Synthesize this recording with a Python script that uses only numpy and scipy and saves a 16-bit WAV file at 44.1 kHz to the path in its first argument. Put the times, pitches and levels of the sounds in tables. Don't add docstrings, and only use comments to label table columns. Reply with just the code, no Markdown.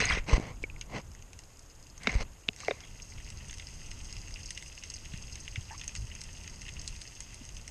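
import sys
import numpy as np
from scipy import signal
from scipy.fft import rfft, irfft
from scipy.io import wavfile
from scipy.ndimage import uniform_filter1d

SR = 44100
rng = np.random.default_rng(int(sys.argv[2]) if len(sys.argv) > 2 else 0)


def store_wav(level_fs):
    pcm = np.round(np.clip(np.atleast_2d(level_fs), -1, 1) * 32767)
    wavfile.write(sys.argv[1], SR, pcm.T.astype(np.int16))


N = 339702

# (frequency [Hz], relative density [dB])
RUMBLE_SPECTRUM = [(8.8, -62), (15, 3.5), (77, -0.5), (118, -6.5), (446, -30.5), (779, -33), (927, -27),
                   (1040, -33), (1500, -33), (1950, -44), (3300, -120)]
# (frequency [Hz], relative density [dB])
HISS_SPECTRUM = [(180, -3), (300, 3.5), (1870, -8), (2790, -9.5), (4170, -14), (5570, -31), (6650, 0),
                 (7440, -9), (10500, -18.5), (12200, -14.5), (13900, -35)]
# (frequency [Hz], width [Hz], gain from the water [dB], gain under a glove [dB])
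SHELL_MODES = [(415, 66, -36, 4.5), (590, 210, -31, 2.5), (702, 85, -41, 8.5), (1028, 203, -19.5, 2.5),
               (1540, 440, -21, -4.5), (2048, 222, -1.5, 4), (2300, 293, -8, 1.5), (2738, 386, -0.5, -3.5),
               (3600, 460, -25, -12), (4060, 450, -12, -11), (4923, 407, 2, -9.5), (5480, 730, -5, -13),
               (6458, 227, 8, -9), (7180, 770, -11, -45), (7850, 1300, -4.5, -22.5),
               (9900, 510, -12.5, -51), (12850, 400, -8.5, -37)]
# (time [s], level [dB])
FLOW_LEVEL = [(0.0, -36), (0.3, -44), (0.56, -44.5), (0.92, -46), (1.69, -56), (1.9, -53), (2.17, -41.5),
              (2.44, -55.5), (3.3, -45), (3.69, -47.5), (4.18, -44), (4.7, -51), (5.21, -46), (6.3, -46.5),
              (6.8, -42.5), (7.06, -51), (7.7, -46)]
# (time [s], base level [dB])
SIZZLE_LEVEL = [(0.0, -67), (2.44, -65.5), (2.7, -59.5), (3.7, -53), (6.2, -54), (6.9, -52.5), (7.7, -56)]
# (time [s], peak above 3.9 kHz [dB], relative peak of the band below [dB])
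SNAPS = [(0.052, -25, -4), (0.091, -38, 2), (0.2409, -48, -5), (0.398, -41, 1), (0.4673, -43.5, 0),
         (0.6297, -37.5, -6), (0.7935, -47, -17), (0.811, -30, -2.5), (1.116, -45, -13), (1.149, -39, -8),
         (1.223, -40.5, -5), (1.331, -39.5, -5.5), (1.3894, -33.5, -10), (1.436, -43, -22),
         (1.5707, -44, -25), (1.592, -38.5, -21), (1.8266, -43, -29), (1.868, -42.5, -8),
         (1.9773, -39.5, -10), (2.033, -35, -8), (2.531, -42, -4), (2.562, -35.5, -10), (2.5879, -46, -4),
         (2.6026, -32.5, -4.5), (2.647, -34.5, -2), (2.8044, -37, -6), (2.999, -49.5, 10.5),
         (3.121, -51, 9), (3.182, -49, 7), (3.264, -43, -4), (3.302, -32.5, -13), (3.4956, -44.5, 10),
         (3.509, -33.5, -9), (3.528, -36, 0), (3.583, -33.5, -8), (3.597, -35, -0.5), (3.6696, -31.5, -12),
         (3.914, -36, -0.5), (4.126, -28, -17), (4.166, -33.5, -5), (4.2152, -37, -23), (4.281, -38, -3.5),
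         (4.307, -40, -5), (4.34, -29.5, -24), (4.5054, -26, -7.5), (4.5754, -32, 2.5), (4.6242, -32.5, -5),
         (4.777, -45.5, 10), (4.8359, -31, -3.5), (4.9002, -27.5, -16), (4.938, -36, -12), (4.958, -39, -8),
         (5.0566, -42.5, 3), (5.1356, -41, 3), (5.1746, -35.5, -17), (5.224, -36, -11),
         (5.3553, -30, -10.5), (5.478, -38, 8), (5.5574, -39, 10.5), (5.813, -36.5, 4.5), (5.8353, -41, 0),
         (5.842, -34.5, -17), (5.8782, -21, -18), (5.892, -48, 13.5), (5.9512, -27.5, -4.5),
         (5.9612, -31.5, -5), (6.1507, -34.5, -6), (6.2145, -29, -11), (6.2371, -35, -16),
         (6.4414, -41.5, -3), (6.4761, -36, 0), (6.6167, -33.5, -4.5), (6.681, -40, 4), (6.69, -35.5, 0.5),
         (6.8156, -32, -17), (6.8763, -22.5, -22), (6.9624, -36, -9.5), (7.005, -46, -13),
         (7.016, -33.5, -8), (7.204, -29, -11), (7.343, -35.5, -10), (7.4513, -36.5, -10), (7.49, -35, -8),
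         (7.567, -36, -1), (7.6777, -30.5, -7.5)]
# (time [s], level [dB], pitch [Hz], t60 [s], half the relative pitch slope [1/s])
BUBBLES = [(.013, -28, 4780, 0.037, 0), (.025, -32, 4060, 0.15, 0.6), (.055, -16, 6500, 0.012, 0),
           (.0905, -21, 4900, 0.017, -1), (.099, -20.5, 2244, 0.1, -8.5), (.123, -21, 3250, 0.023, -1),
           (.6388, -22, 2300, 0.026, -2.1), (.6995, -32.5, 2580, 0.015, -4), (2.094, -22, 2130, .03, -3),
           (2.118, -31, 6560, 0.012, -2), (2.634, -37.5, 1160, 0.027, 4), (2.683, -29, 720, 0.045, 0.5),
           (2.683, -25.5, 445, 0.064, -8.5), (2.7095, -23, 547, 0.034, 1.5), (2.836, -46, 3240, 0.045, 3),
           (6.15, -49, 2050, 0.023, -3)]
# (time [s], peak [dB], length [s], swings [cycles; negative pulls first])
SHOVES = [(.128, -25.5, 0.033, -1.5), (.172, -28, 0.0049, 2), (.178, -29, 0.058, 1.5),
          (.3285, -11, .03, -1.5), (.38, -17.5, 0.0031, 0.5), (.3985, -24, 0.0038, 0.8),
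          (.616, -37, 0.02, -0.3), (.6378, -31.5, 0.0052, 2.1), (2.0735, -27.5, 0.015, 3.5),
          (2.1525, -17, .033, -1.5), (2.2, -31.5, 0.048, 1), (2.4865, -32.5, 0.0098, 2),
          (5.139, -31, 0.0087, -1.1), (5.577, -27.5, 0.02, 1.95), (7.41, -44, 0.015, 4)]
# (time [s], middle-mode level [dB])
RUB_LEVELS = [
    [(0, -25.5), (.03, -32.5), (.075, -35), (.105, -33.5), (.14, -29.5), (.165, -34.5), (.188, -36),
     (.205, -55), (.26, -65)],
    [(.262, -56), (.292, -38.5), (.315, -41), (.335, -31.5), (.352, -41.5), (.37, -38), (.395, -56),
     (.43, -49), (.5, -51.5), (.555, -69)],
    [(.87, -74), (.95, -40.5), (1.0, -50.5), (1.025, -82)],
    [(2.0, -56.5), (2.06, -48.5), (2.095, -37.5), (2.13, -45), (2.15, -40.5), (2.175, -49), (2.215, -39.5),
     (2.232, -48), (2.245, -86)],
    [(2.57, -66), (2.605, -55.5), (2.73, -53), (2.75, -59), (2.86, -58)],
]
# (low start [dB], low end [dB], high start [dB], high end [dB])
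RUB_COLOURS = [(-11.5, -11, -7, -13), (-1.5, 2.5, -3.5, -12), (5, 0, -8, -6.5), (-9, -1.5, -11, -3.5),
               (-6.5, -3, 6.5, -10)]
# (time [s], ring peak [dB], centre [Hz], spread [octaves], contact [s], hollow-mode weight [dB])
KNOCKS = [(.0225, -26, 1000, 0.2, 0.0021, 1), (.1085, -17, 1300, 0.77, 0.0017, -35),
          (.7622, -40.5, 2300, 0.28, 0.0015, -31), (2.0712, -11.5, 2370, 0.81, 0.0022, -9.5),
          (2.4833, -31, 3550, 0.7, 0.001, -27), (2.4874, -10, 3090, 0.13, 0.00015, -37.5),
          (2.6822, -14.5, 2030, 0.24, 0.00077, -0.5), (2.7088, -22, 2180, 0.6, 0.003, -4)]


def gain_of(db):
    return 10 ** (np.asarray(db) / 20)


def unit_rms(x):
    return x / np.sqrt(np.mean(x ** 2) + 1e-20)


def envelope(rows, t):
    return gain_of(np.interp(t, *np.transpose(rows)))


def add(mix, start_s, sound):
    part = mix[round(start_s * SR):][:len(sound)]
    part += sound[:len(part)]


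def coloured_noise(spectrum):
    hz, db = np.transpose(spectrum)
    shape_db = np.interp(np.log(np.fft.rfftfreq(N, 1 / SR) + 1), np.log(hz), db)
    return unit_rms(irfft(rfft(rng.standard_normal(N)) * gain_of(shape_db), N))


def wander(shape, span_samples):
    return unit_rms(uniform_filter1d(rng.standard_normal(shape), span_samples))


def grains(per_s, spread_db, n):
    size = gain_of(spread_db * np.minimum(rng.exponential(1, n), 4))
    return unit_rms(size * (rng.random(n) < per_s / SR) * rng.standard_normal(n))


def burst(decay_s, n):
    t = np.arange(n) / SR
    return rng.standard_normal(n) * np.exp(-t / decay_s) * (1 - np.exp(-t / 0.00074))


def mode(x, hz, width_hz):
    r = np.exp(-np.pi * width_hz / SR)
    poles = [1, -2 * r * np.cos(2 * np.pi * hz / SR), r * r]
    return signal.lfilter([(1 - r * r) / 2, 0, (r * r - 1) / 2], poles, x)


def shell_ring(drive, high, top_db=0, side_db=None):
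    modes = [row for row in SHELL_MODES if (row[0] > 3900) == high]
    ring = 0
    for k, (hz, width_hz, water_db, _) in enumerate(modes):
        db = water_db + top_db * (hz > 7000) + (0 if side_db is None else side_db[k])
        ring += (-1) ** k * gain_of(db) * mode(mode(drive, hz, width_hz), hz, 6 * width_hz)
    return ring


def flow_rumble():
    lumps_db = 0.98 * unit_rms(uniform_filter1d(wander(N, 1500), 1500))
    rumble = unit_rms(coloured_noise(RUMBLE_SPECTRUM) * gain_of(lumps_db))
    return envelope(FLOW_LEVEL, np.arange(N) / SR) * rumble


def far_shrimp():
    sizzle = np.zeros(N)
    for high, far_gain, band_db in ((False, 0.3, -4), (True, 0.22, 0.5)):
        far = np.zeros(N)
        for hz in np.geomspace(1800, 7000, num=8):
            clicks = grains(16, 1.56, N)
            snap = burst(0.0015, 500) + gain_of(-16) * burst(0.024, 500)
            far += signal.oaconvolve(clicks, mode(snap, hz, 0.32 * hz))[:N]
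        drive = 0.33 * rng.standard_normal(N) + far_gain * unit_rms(far) + 0.21 * grains(1200, 6.6, N)
        sizzle += gain_of(band_db) * unit_rms(shell_ring(drive, high))
    return envelope(SIZZLE_LEVEL, np.arange(N) / SR) * sizzle


def near_shrimp(rise_s=0.00023, decay_s=0.0012, tail_s=0.01, tail_db=-17.5, direct_db=-29.5):
    t = np.arange(1800) / SR
    crack_noise, tail_noise = rng.standard_normal((len(SNAPS), 2, len(t))).transpose(1, 0, 2)
    cracks = crack_noise * np.exp(-t / decay_s) * (1 - np.exp(-t / rise_s))
    drive = cracks + gain_of(tail_db) * tail_noise * np.exp(-t / tail_s)
    top_db = -0.2 * (np.array(SNAPS)[:, 2:] + 12)
    side_db = 3.5 * rng.standard_normal((len(SNAPS), len(SHELL_MODES), 1)).transpose(1, 0, 2)
    out = np.zeros(N)
    for high, hz, width_hz in ((False, 2600, 1500), (True, 6500, 5000)):
        direct = gain_of(direct_db + top_db) * mode(drive, hz, width_hz)
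        snaps = shell_ring(drive, high, top_db, side_db) + direct
        for (start_s, db, low_db), snap in zip(SNAPS, snaps):
            add(out, start_s, gain_of(db + (0 if high else low_db)) * snap / abs(snap).max())
    return out


def bubble(db, hz, t60_s, glide_per_s):
    t = np.arange(0, t60_s, 1 / SR)
    tone = np.sin(2 * np.pi * hz * t * (1 + glide_per_s * t))
    return gain_of(db - 60 * t / t60_s) * tone * (1 - np.exp(-t / 0.00026))


def squeak(length_s=0.053, start_hz=910, slip_s=0.035, end_hz=1160, attack_s=0.0059, fade_db_per_s=190):
    t = np.arange(0, length_s, 1 / SR)
    pitch_shake, level_shake = wander((2, len(t)), 90)
    hz = np.where(t < slip_s, start_hz, end_hz) * (1 + 0.06 * pitch_shake)
    cycles = np.cumsum(hz) / SR
    tone = sum(gain_of(db) * np.sin(2 * np.pi * k * cycles) for k, db in enumerate((0.1, -6, -16), 1))
    level_db = -43.5 - fade_db_per_s * (t - attack_s) + 3.2 * level_shake
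    return np.minimum(t / attack_s, 1) * gain_of(level_db) * tone


def shove(peak_db, length_s, cycles):
    progress = np.linspace(0, 1, round(length_s * SR))
    bend = np.interp(peak_db, (-28, -24), (0.85, 0.6))
    swing = np.sin(2 * np.pi * cycles * progress ** bend) * np.sin(np.pi * progress ** (bend - 0.05))
    return gain_of(peak_db) * swing / abs(swing).max()


def judder(start_s, gap_s=0.0195, peak_db=-30, length_s=0.02, cycles=1.2):
    return [(start_s + k * gap_s, peak_db - 1.5 * k, length_s * 0.88 ** k, cycles) for k in range(4)]


def glove_rub(levels, low_start_db, low_end_db, high_start_db, high_end_db):
    t = np.arange(levels[0][0], levels[-1][0], 1 / SR)
    n = len(t)
    clumps_db = 2 * wander(n, 200)
    friction = (0.44 * rng.standard_normal(n) + 0.41 * grains(2500, 0.83, n)) * gain_of(clumps_db)
    swell_db = 1.44 * wander((len(SHELL_MODES), n), 900)
    rings = [(hz, (-1) ** k * gain_of(glove_db + swell_db[k]) * mode(friction, hz, width_hz))
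             for k, (hz, width_hz, _, glove_db) in enumerate(SHELL_MODES)]
    low, middle, high = (unit_rms(sum(ring for hz, ring in rings if from_hz < hz < to_hz))
                         for from_hz, to_hz in ((0, 1300), (1300, 3700), (3700, SR)))
    rocking = unit_rms(mode(mode(friction, 42, 120), 70, 350))
    stroke = middle + gain_of(np.linspace(low_start_db, low_end_db, n)) * (low + 1.25 * rocking)
    stroke += gain_of(np.linspace(high_start_db, high_end_db, n)) * high
    return envelope(levels, t) * stroke * signal.windows.tukey(n, 0.02)


def knock(db, centre_hz, spread_oct, contact_s, hollow_db):
    blow = 0.7 * burst(contact_s, 2500) + 2 * np.exp(-np.arange(2500) / 2.2)
    ring = 0
    for k, (hz, width_hz, *_) in enumerate(SHELL_MODES):
        nearness = np.exp(-0.5 * (np.log2(hz / centre_hz) / spread_oct) ** 2)
        weight = gain_of(hollow_db) if hz < 800 else nearness
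        rounded = mode(mode(blow, hz, width_hz), hz, 4 * width_hz)
        ring += (-1) ** k * weight / width_hz * rounded
    tick = mode(mode(blow, 1400, 3000), 1700, 6000)
    return gain_of(db) * (ring / abs(ring).max() + 0.3 * tick / abs(tick).max())


def scene():
    mix = flow_rumble() + near_shrimp() + far_shrimp()
    add(mix, start_s=5.705, sound=squeak())
    for levels, colour in zip(RUB_LEVELS, RUB_COLOURS):
        add(mix, levels[0][0], glove_rub(levels, *colour))
    for rows, source in ((KNOCKS, knock), (SHOVES + judder(start_s=5.982), shove), (BUBBLES, bubble)):
        for start_s, *settings in rows:
            add(mix, start_s, source(*settings))
    return mix[None]


def record(dry, muffle_hz=9600, hiss_db=-61, band_limit_hz=14250):
    muffled = signal.sosfilt(signal.butter(8, muffle_hz, fs=SR, output="sos"), dry)
    noisy = muffled + gain_of(hiss_db) * coloured_noise(HISS_SPECTRUM)
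    lowpass = signal.firwin(511, band_limit_hz, window=("kaiser", 9), fs=SR)
    return signal.oaconvolve(noisy, lowpass[None], "same")


dry = scene()
out = record(dry)
store_wav(out)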